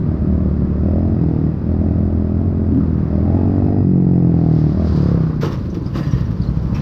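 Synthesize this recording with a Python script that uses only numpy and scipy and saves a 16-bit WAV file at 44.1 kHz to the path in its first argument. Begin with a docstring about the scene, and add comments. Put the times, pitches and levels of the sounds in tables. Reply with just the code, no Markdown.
"""A single-cylinder motorcycle, heard from the rider's helmet. First it pulls: each firing drives the
resonances of the exhaust, while turbulent air buffets the helmet and the tyres hiss on the asphalt.
The chassis knocks near 2.7 s. From 3.8 s the bike coasts, then brakes with a hiss of friction.
At 5.4 s another bike just ahead is struck, falls and slides, its body ringing under blows and scrapes.
Last, its small parts chink on the road as the rider's engine sinks to a thumping idle."""
import sys
import numpy as np
from scipy import signal
from scipy.fft import rfft, irfft, next_fast_len
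from scipy.io import wavfile
from scipy.ndimage import uniform_filter1d

SR = 44100
rng = np.random.default_rng(int(sys.argv[2]) if len(sys.argv) > 2 else 0)


def bounce(signal):
    """Save signal as a 16-bit WAV file at the path given by the first command-line argument."""
    frames = np.transpose(np.atleast_2d(signal))
    limited = np.clip(frames, -1, 1)
    pcm = np.round(limited * 32767).astype(np.int16)
    wavfile.write(sys.argv[1], SR, pcm)


N = 300321
TIME = np.arange(N) / SR


# engine speed: time_s, firing_rate_hz
SPEED = [(0, 28.8), (0.067, 38.5), (0.729, 36.7), (1.099, 44.6), (1.356, 38.61), (1.557, 39.61),
         (1.903, 41.91), (2.347, 41.05), (2.415, 45.2), (2.824, 40.85), (3.187, 39.74), (3.39, 46.32),
         (3.79, 49.86), (3.82, 46.3), (4.139, 44.7), (4.724, 37.08), (4.799, 41.54), (4.944, 37.56),
         (5.38, 29.72), (5.623, 26.29), (5.929, 20.36), (6.272, 9.93), (6.842, 14.61)]
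def rotation():
    """Phase is the integral of frequency: the firing rate in Hz and the engine's phase in cycles."""
    speed, = in_time(SPEED)
    return speed, 0.92 + np.cumsum(speed) / SR


# unevenness of the firings: time_s, unevenness_ratio
ROUGHNESS = [(0, .4), (.7, .3), (1.3, .05), (2.6, .12), (2.95, .25), (3.7, .15), (4.6, .06), (4.85, .25),
             (4.96, .04), (5.48, .1), (5.7, .7), (6.1, .2)]
def engine(speed, phase):
    """Source and filter: each firing gives a pulse and a turbulent puff, which excite the resonators."""
    uneven, = in_time(ROUGHNESS)
    firing = strokes(phase, uneven, spread_db=4.0, jitter_s=.0003)
    intake_cycle = np.floor(phase + .38)   # near stalling, a weaker gulp leads each firing
    firing += 0.3 * np.diff(intake_cycle, prepend=intake_cycle[0]) * lugging(speed)
    puff_decay_s = .024
    puff = signal.lfilter([1], [1, -np.exp(-1 / (puff_decay_s * SR))], firing + 1e-18)
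    puff *= rng.standard_normal(N)
    churn = uneven ** 1.5 * rng.standard_normal(N)   # lean firings keep the gas churning
    gas = firing + from_db(-33) * (.15 * puff + churn)
    return exhaust(speed, gas, puff) + growl(speed, phase) + clatter(firing) + covers(puff)


def strokes(phase, uneven, spread_db, jitter_s):
    """An impulse train, one click a cycle; lean firings vary in strength and timing."""
    at = np.flatnonzero(np.diff(np.floor(phase)) > 0)
    size, late = rng.standard_normal((400, 2))[:len(at)].T * uneven[at]
    at = np.clip(at + (late * jitter_s * SR).astype(int), 0, N - 1)
    clicks = np.zeros(N)
    clicks[at] = from_db(spread_db * np.minimum(size, 1))
    return clicks


# exhaust response for the low note, before heat shifts it: frequency_hz, coasting_db, pulling_db
NOTE_RESPONSE = [(40.5, -30, -10.5), (62.7, -2.5, 2), (90.5, -5.5, 7.5), (123.2, 0.5, -18),
                 (161.8, 8.5, -14), (171, 6, -4), (204, -8, 5), (329, -10, -14.5), (406, -17, -10),
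                 (496, -48, -36), (836, -75.5, -70)]
# the same for the midrange bark: frequency_hz, coasting_db, pulling_db
BARK_RESPONSE = [(290, -31.5, -27.5), (444, 8.5, 5.5), (638, -8.5, 20), (875, -9.5, -2.5),
                 (930, -32.5, -24), (1850, -64.5, -57.5)]
# spectrum of the rasping gas: frequency_hz, density_db
RASP = [(900, -13.5), (1900, 2), (3200, -15), (5200, -12), (8500, -44.5)]
def exhaust(speed, gas, puff):
    """Pipe resonance follows the gas temperature, while the silencer's chamber keeps its pitch."""
    throttle, note_db, bark_db, warmth = load(speed)
    heat = warmth * (speed / 43) ** 0.14   # the pipe cools towards idle
    heat *= (np.maximum(speed, 33) / 43) ** (0.64 * throttle)   # under throttle it climbs with speed
    note = evened(duct(gas, NOTE_RESPONSE, throttle, heat), span_s=0.2)
    bark = evened(duct(gas + from_db(-37) * puff, BARK_RESPONSE, throttle, heat), span_s=.25)
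    rasp = from_db(-24.5) * coloured(puff, RASP)
    chamber = from_db(7.8) * evened(ring(soften(gas, hz=426), hz=285.6, width_hz=49), span_s=0.33)
    return from_db(note_db) * note + from_db(bark_db) * (bark + rasp + chamber)


def duct(pulses, response, throttle, heat):
    """Two minimum-phase filters, blended by the throttle; sound is faster in hot gas, so pitch rises."""
    hz, *states_db = np.transpose(response)
    size = 2 * next_fast_len(N)
    clock, own_time = np.cumsum(heat), np.arange(size)   # warped time scales every resonance by heat
    spectrum = 0
    for db, share in zip(states_db, (1 - throttle, throttle)):
        log_gain = np.log(gain_curve(hz, db, size))
        cepstrum = irfft(log_gain)[:size // 2]
        causal = np.exp(rfft(2 * cepstrum, size) - log_gain.mean())
        drive = np.interp(own_time, clock, soften(pulses * share, hz=2440), right=0)
        spectrum += causal * rfft(drive)
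    return np.interp(clock, own_time, irfft(spectrum))


CRUISE_HZ, LOAD_CHANGE_S = 40, 0.082
# the throttle opens: start_s, end_s, opening_ratio, note_gain_db, bark_gain_db
PULLS = [(0.068, 0.79, 0.69, 5.5, 5.5), (0.781, 1.16, 0.87, 5.5, 9.5), (1.538, 1.628, 1, -4, -11.5),
         (1.639, 2.718, 0.84, 4.5, 9.5), (2.715, 3.007, 0.47, 6, 0), (3.072, 3.83, 0.76, 5, 12.5),
         (4.721, 4.925, 1, 5.5, 6), (5.512, 5.906, 0.61, 2.5, -5)]
# throttle shut, the rear wheel drives the engine: start_s, end_s, note_gain_db, bark_gain_db
OVERRUNS = [(1.169, 1.517, 5, 10), (3.824, 4.711, 9, 8), (4.92, 5.267, 9.5, -4), (5.278, 5.478, 5.5, -12),
            (5.905, 6.194, 6, 0)]
def load(speed):
    """Radiated level follows speed and load: throttle, note level, bark level and pipe warmth."""
    octaves = np.log2(speed / CRUISE_HZ)
    note_db, bark_db = -21 + 5 * octaves, -43 + 3.5 * octaves
    throttle, warmth = 0, 1
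    sag_db_per_s, growth_db_per_s, cooling_per_s = 5.5, 8, 0.12
    for start, end, opening, note_gain_db, bark_gain_db in PULLS:
        on = held(start, end)
        throttle += on * opening
        note_db += on * note_gain_db
        bark_db += held(start, end, rise_s=0.15) * (bark_gain_db - sag_db_per_s * (TIME - start))
    for start, end, note_gain_db, bark_gain_db in OVERRUNS:
        on = held(start, end)
        warmth += on * (0.061 - cooling_per_s * (TIME - start))
        note_db += on * note_gain_db
        bark_db += on * (bark_gain_db + growth_db_per_s * (TIME - start))
    # the throttle never shuts fully; near stalling the idle valve opens and the engine thumps
    throttle = np.clip(np.maximum(throttle, 0.11) + 0.43 * lugging(speed), 0, 1)
    return throttle, note_db + 11.7 * lugging(speed), bark_db, warmth


def lugging(speed, below_hz=15.68):
    """A soft threshold: 0 in normal running, 1 near stalling."""
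    return np.clip((below_hz - speed) / 2, 0, 1)


# swells of engine growl, both pulling and coasting: centre_s, length_s, centre_pitch_hz, level_db
GROWLS = [(0.368, 0.23, 634, -23.5), (0.921, 0.23, 563, -17.5), (1.814, 0.44, 756, -25.5),
          (3.319, 0.43, 802, -20.5), (3.62, 0.5, 585, -21.5), (4.455, 0.29, 693, -21.5),
          (4.828, 0.14, 616, -20.5), (5.105, 0.35, 493, -16), (5.775, 0.33, 310, -9.5)]
def growl(speed, phase, rise_s=0.0014, ring_s=0.0066):
    """Damped oscillation: each intake stroke rings the airbox, at a pitch that glides with the engine."""
    age = phase % 1 / speed
    strength = from_db(1.8 * rng.standard_normal(400))[phase.astype(int)]
    tone = 0
    for centre, length, hz, db in GROWLS:
        pitch = hz * (speed / np.interp(centre, TIME, speed)) ** 1.1
        swell = from_db(db) * np.cos(np.pi * np.clip((TIME - centre) / length, -.5, .5))
        tone += swell * np.sin(2 * np.pi * pitch * age)
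    return tone * strength * np.exp(-age / ring_s) * (1 - np.exp(-age / rise_s))


# spectrum of the drivetrain's clatter: frequency_hz, density_db
CLATTER_SPECTRUM = [(450, 8.5), (760, -13), (1080, -4), (1550, -13), (7000, -51)]
def clatter(firing, ring_s=0.0064):
    """Impulse response: every firing rings the casing's dense modes and shakes up a loose rattle."""
    age = TIME[:SR // 20]
    fade = age * np.exp(-age / ring_s)
    casing = signal.fftconvolve(firing, fade * rng.standard_normal(len(age)))[:N]
    rattle = signal.fftconvolve(firing, fade)[:N] * rng.standard_normal(N)
    hard_braking = held(4.8, 5.36)
    return from_db(-49.5 + 16 * hard_braking) * coloured(.5 * casing + rattle, CLATTER_SPECTRUM)


# modes of the engine covers: pitch_hz, width_hz, level_db
COVER_MODES = [(1240, 350, 7), (1910, 130, 0), (2533, 180, -3), (4900, 500, -6.5)]
def covers(puff):
    """Forced vibration: gears and valves keep the thin covers ringing, harder at each firing."""
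    ringing = sum(from_db(db) * rms_one(resonate(resonate(puff, hz, width), hz, width))
                  for hz, width, db in COVER_MODES)
    return from_db(-60 + 2 * drift(rate_hz=10)) * rms_one(ringing)


# blows on the bodywork: start_s, panel_db, crack_db, decay_s
BLOWS = [(5.412, -52, -27.5, 0.1), (5.43, -19, -39, 0.1), (5.444, -27, -40, 0.075),
         (5.466, -22, -44, 0.067), (5.51, -19, -55, 0.058), (5.522, -44, -35.5, 0.085),
         (5.746, -38, -36.5, 0.039), (5.953, -37, -38, 0.17), (5.963, -32, -39.5, 0.068),
         (5.99, -34, -48, 0.051), (6.134, -48, -44, 0.068)]
# modes of the bodywork: pitch_hz, width_hz, level_db
PANEL_MODES = [(334, 64, 16.5), (504, 130, 9.5), (858, 52, 2.5), (1025, 77, 7), (1217, 246, 0),
               (1840, 81, -9)]
# modes of steel parts grinding on asphalt: pitch_hz, width_hz, level_db
STEEL_MODES = [(1706, 37, 5), (1870, 39, 6), (2850, 92, -3), (4780, 150, -4)]
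# gritty crunch of the crash, with the microphone's treble dip and 12.5 kHz peak: frequency_hz, density_db
GRIT = [(1200, 11.5), (2500, 3), (5600, -2.5), (6600, -11), (7600, -18.5), (10400, -39), (12400, -11.5),
        (14000, -18.5), (16000, -47)]
def crash():
    """Impact and friction: blows and sliding shower the falling bike with tiny contacts and fractures."""
    panel, grit, steel = sliding()
    for start, panel_db, crack_db, decay_s in BLOWS:
        blow = burst(start, decay_s)
        panel += from_db(panel_db) * blow
        grit += from_db(crack_db) * blow
    contacts = grains(per_s=5800, spread_db=0.0)
    catching = from_db(2.5 * drift(rate_hz=70))
    bodywork = rubbed(contacts, catching * panel, PANEL_MODES)
    grinding = rubbed(contacts, catching * steel, STEEL_MODES)
    crunch = grit * catching * coloured(contacts + 7.2 * rng.standard_normal(N), GRIT)
    return bodywork + grinding + crunch + thuds(contacts) + grit * gravel() + chinks()


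# bodywork scrapes along the road: start_s, end_s, panel_db, grit_db, steel_db
SCRAPES = [(5.431, 5.562, -29, -41.5, -62), (5.949, 6.003, -25, -38, -36.5),
           (6.027, 6.265, -35, -45, -46.5), (6.744, 6.81, -37, -41.5, -54)]
def sliding(sag_db_per_s=6.5):
    """Sliding friction as panel, grit and steel gains: a quiet slide, and scrapes that bite and ease."""
    on_road = TIME > SCRAPES[0][0]
    panel, grit, steel = from_db(-41) * on_road, from_db(-53) * on_road, 0
    for start, end, panel_db, grit_db, steel_db in SCRAPES:
        sag = from_db(-sag_db_per_s * np.maximum(TIME - start, 0))
        bite = held(start, end, rise_s=0.031, fall_s=0.13) * sag
        panel = np.hypot(panel, from_db(panel_db) * bite)
        grit = np.hypot(grit, from_db(grit_db) * bite)
        steel += from_db(steel_db) * bite
    return panel, grit, steel


def rubbed(contacts, gain, modes):
    """Modal superposition: contacts ring a body's modes, in alternating polarity; rms 1 at gain 1."""
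    def body(force):
        return sum((-1) ** k * from_db(db) * resonate(force, hz, width)
                   for k, (hz, width, db) in enumerate(modes))
    return body(contacts * gain) / np.std(body(contacts))


# heavy landings of the falling bike: start_s, level_db
THUDS = [(5.424, -24.5), (5.96, -17.5)]
# modes of the frame and tank: pitch_hz, width_hz, level_db
FRAME_MODES = [(150, 21, 9.5), (307, 81, 6.5), (397, 190, -9.5)]
def thuds(contacts):
    """Impact excitation: the bike's weight lands and the frame's low modes boom."""
    force = sum(from_db(db) * burst(start, decay_s=0.55) for start, db in THUDS)
    return rubbed(contacts, force, FRAME_MODES)


def gravel():
    """Shot noise: gravel and fragments skitter, each size with its own brief resonance."""
    stones = sum(resonate(grains(per_s=120, spread_db=7.0), hz, width_hz=120)
                 for hz in rng.uniform(2300, 6200, size=12))
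    return from_db(-11.0) * rms_one(stones)


# small metal parts landing: start_s, pitch_hz, peak_db, decay_s
CHINKS = [(5.701, 6000, -44, 0.022), (5.862, 4950, -36.5, 0.035), (6.11, 5810, -39, 0.096),
          (6.416, 4600, -36.5, 0.06), (6.434, 4090, -39, 0.046), (6.47, 4250, -41, 0.05),
          (6.685, 1010, -35, 0.042), (6.745, 2535, -33, 0.069), (6.748, 5400, -34.5, 0.03)]
def chinks():
    """Free vibration: shed metal parts land, chatter and ring."""
    return struck_parts(CHINKS, detune=0.05, rattle_db=-8)


# knocks while riding: start_s, pitch_hz, peak_db, decay_s
KNOCKS = [(2.722, 277.6, -9.5, 0.55), (2.747, 249, -11.5, 0.28), (2.775, 288, -10, 0.2),
          (2.806, 1300, -33, 0.071), (2.833, 1200, -30.5, 0.049)]
def knocks():
    """Structure-borne sound: clean knocks ring through the chassis."""
    return struck_parts(KNOCKS, detune=0.059, rattle_db=-48.0)


def struck_parts(rows, detune, rattle_db):
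    """Beating: a click and a brief rattle ring a close pair of modes in each part."""
    out = np.zeros(N)
    age = TIME[:SR // 4]
    for start, hz, db, decay_s in rows:
        touch = from_db(rattle_db) * rng.standard_normal(len(age)) * np.exp(-age / (60 / hz))
        touch[1] = 1
        width = np.log(1000) / (np.pi * decay_s)   # 60 dB down in the decay time
        pair = ring(touch, hz * (1 - detune / 2), width) + ring(touch, hz * (1 + detune / 2), width)
        at = int(start * SR)
        out[at:at + len(age)] += (from_db(db) * pair / np.abs(pair).max())[:N - at]
    return out


# echo from the street walls: delay_s, gain_db
STREET_ECHOES = [(0.018, -13)]
def street(sound):
    """Reflection: the direct sound is joined by a delayed, duller copy."""
    echoes = sum(from_db(db) * np.interp(TIME - delay, TIME, sound, left=0)
                 for delay, db in STREET_ECHOES)
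    return sound + soften(echoes, hz=5000)


# levels of air and road noise: time_s, buffet_db, rush_db
AIR = [(0, -18.5, -41.5), (2.65, -20, -43.5), (2.85, -19.5, -41), (3.6, -18, -40.5), (3.95, -22, -49),
       (4.6, -22, -41), (5.1, -20.5, -36.5), (5.7, -23, -47), (6.81, -21.5, -41)]
# spectrum of wind on the helmet: frequency_hz, density_db
BUFFET = [(20, -14), (45, -3), (90, 7), (180, 4), (600, -19.5), (1200, -73)]
# spectrum of the road rush: frequency_hz, density_db
RUSH = [(300, -3), (700, 2), (1250, -1), (2000, -13), (3000, -23.5), (4000, -24), (5000, -24), (6000, -32),
        (7200, -45), (9000, -53)]
def air_and_road(phase):
    """Turbulence buffets the helmet; the tyres give a smooth rush that slowly swells and fades."""
    buffet_db, rush_db = in_time(AIR)
    buffet = from_db(buffet_db + 0.17 * drift(rate_hz=47)) * coloured(rng.standard_normal(N), BUFFET)
    rush_db += 0.1 * np.cos(2 * np.pi * (phase - .15))
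    return buffet + from_db(rush_db) * coloured(rng.standard_normal(N), RUSH)


# hiss of braking: time_s, level_db
BRAKING = [(4.15, -80.5), (4.36, -63.5), (4.55, -54), (4.78, -54), (4.88, -45.5), (5.12, -50), (5.23, -57),
           (5.7, -59.5), (6.3, -60)]
# brake hiss near 5 kHz, with the microphone's treble dip and peak: frequency_hz, density_db
HISS_SPECTRUM = [(1500, -15), (3200, -5), (4900, 2), (6000, -10), (7300, -19.5), (10500, -37.5),
                 (12700, -24.5), (16000, -39)]
def brakes():
    """Friction noise: pads and tyres give a grainy, flickering hiss."""
    level_db, = in_time(BRAKING)
    gain = from_db(level_db + 2.0 * drift(rate_hz=35))
    return gain * coloured(grains(per_s=9800, spread_db=3.0), HISS_SPECTRUM)


def from_db(db):
    """Decibels to amplitude ratio."""
    return 10 ** (np.asarray(db) / 20)


def rms_one(x):
    """Normalisation to unit power."""
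    return x / np.sqrt(np.mean(x ** 2) + 1e-20)


def evened(x, span_s):
    """Normalisation to unit power over a moving window."""
    size = int(span_s * SR)
    power = uniform_filter1d(uniform_filter1d(x * x, size), size)
    return x / np.sqrt(np.abs(power) + 1e-14)


def in_time(rows):
    """Linear interpolation in time, one curve per column."""
    times, *columns = np.transpose(rows)
    return [np.interp(TIME, times, column) for column in columns]


def held(start, end, rise_s=LOAD_CHANGE_S, fall_s=LOAD_CHANGE_S):
    """A trapezoidal envelope, its ramps centred on start and end."""
    return np.clip((TIME - start) / rise_s + .5, 0, 1) * np.clip((end - TIME) / fall_s + .5, 0, 1)


def burst(start, decay_s, rise_s=0.0096):
    """Exponential decay after a quick rise: 60 dB down in the decay time."""
    age = TIME - start
    return np.clip(age / rise_s + .5, 0, 1) * from_db(-60 * np.clip(age / decay_s, 0, 4))


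def drift(rate_hz):
    """Random modulation with a spread near 1."""
    return np.interp(TIME * rate_hz, np.arange(4000), rng.standard_normal(4000))


def grains(per_s, spread_db):
    """A Poisson process of clicks, their sizes scattered by spread_db; rms 1."""
    sizes = from_db(spread_db * np.minimum(rng.exponential(1, N), 4)) * rng.choice([-1, 1], N)
    return rms_one(sizes * (rng.random(N) < per_s / SR))


def gain_curve(hz, db, size):
    """Magnitude response on an FFT grid, falling 12 dB an octave below the first point."""
    grid = np.maximum(np.arange(size // 2 + 1) * SR / size, 1)
    return from_db(np.interp(np.log(grid), np.log(hz), db)) * np.minimum(grid / hz[0], 1) ** 2


def coloured(x, spectrum):
    """Spectral shaping of a white signal; rms 1."""
    hz, db = np.transpose(spectrum)
    size = next_fast_len(N + 8192)
    return rms_one(irfft(rfft(x, size) * gain_curve(hz, db, size), size)[:N])


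def soften(x, hz):
    """Second-order low-pass."""
    return signal.sosfilt(signal.butter(2, hz, fs=SR, output="sos"), x)


def resonate(x, hz, width_hz):
    """Band-pass resonance with a peak gain of 1."""
    r, angle = np.exp(-np.pi * width_hz / SR), 2 * np.pi * hz / SR
    feedback = [1, -2 * r * np.cos(angle), r * r]
    return signal.lfilter(np.array([1, 0, -1]) * (1 - r * r) / 2, feedback, x + 1e-18)


def ring(x, hz, width_hz):
    """A damped oscillator that a click sets swinging as a sine; peak gain 1."""
    r, angle = np.exp(-np.pi * width_hz / SR), 2 * np.pi * hz / SR
    feedback = [1, -2 * r * np.cos(angle), r * r]
    return signal.lfilter([0, 2 * (1 - r) * np.sin(angle)], feedback, x + 1e-18)


def scene():
    """Superposition: the rider's own bike, air and road, and the crash just ahead."""
    speed, phase = rotation()
    return (engine(speed, phase) + air_and_road(phase) + brakes() + knocks() + street(crash()))[None]


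def record(dry, ceiling=0.94, cutoff_hz=15700):
    """Soft saturation rounds the peaks; a steep low-pass cuts the highest treble."""
    rounded = ceiling * np.tanh(dry * 0.92 / ceiling)
    return signal.sosfilt(signal.ellip(10, .1, 80, cutoff_hz, fs=SR, output="sos"), rounded)


dry = scene()
out = record(dry)
bounce(out)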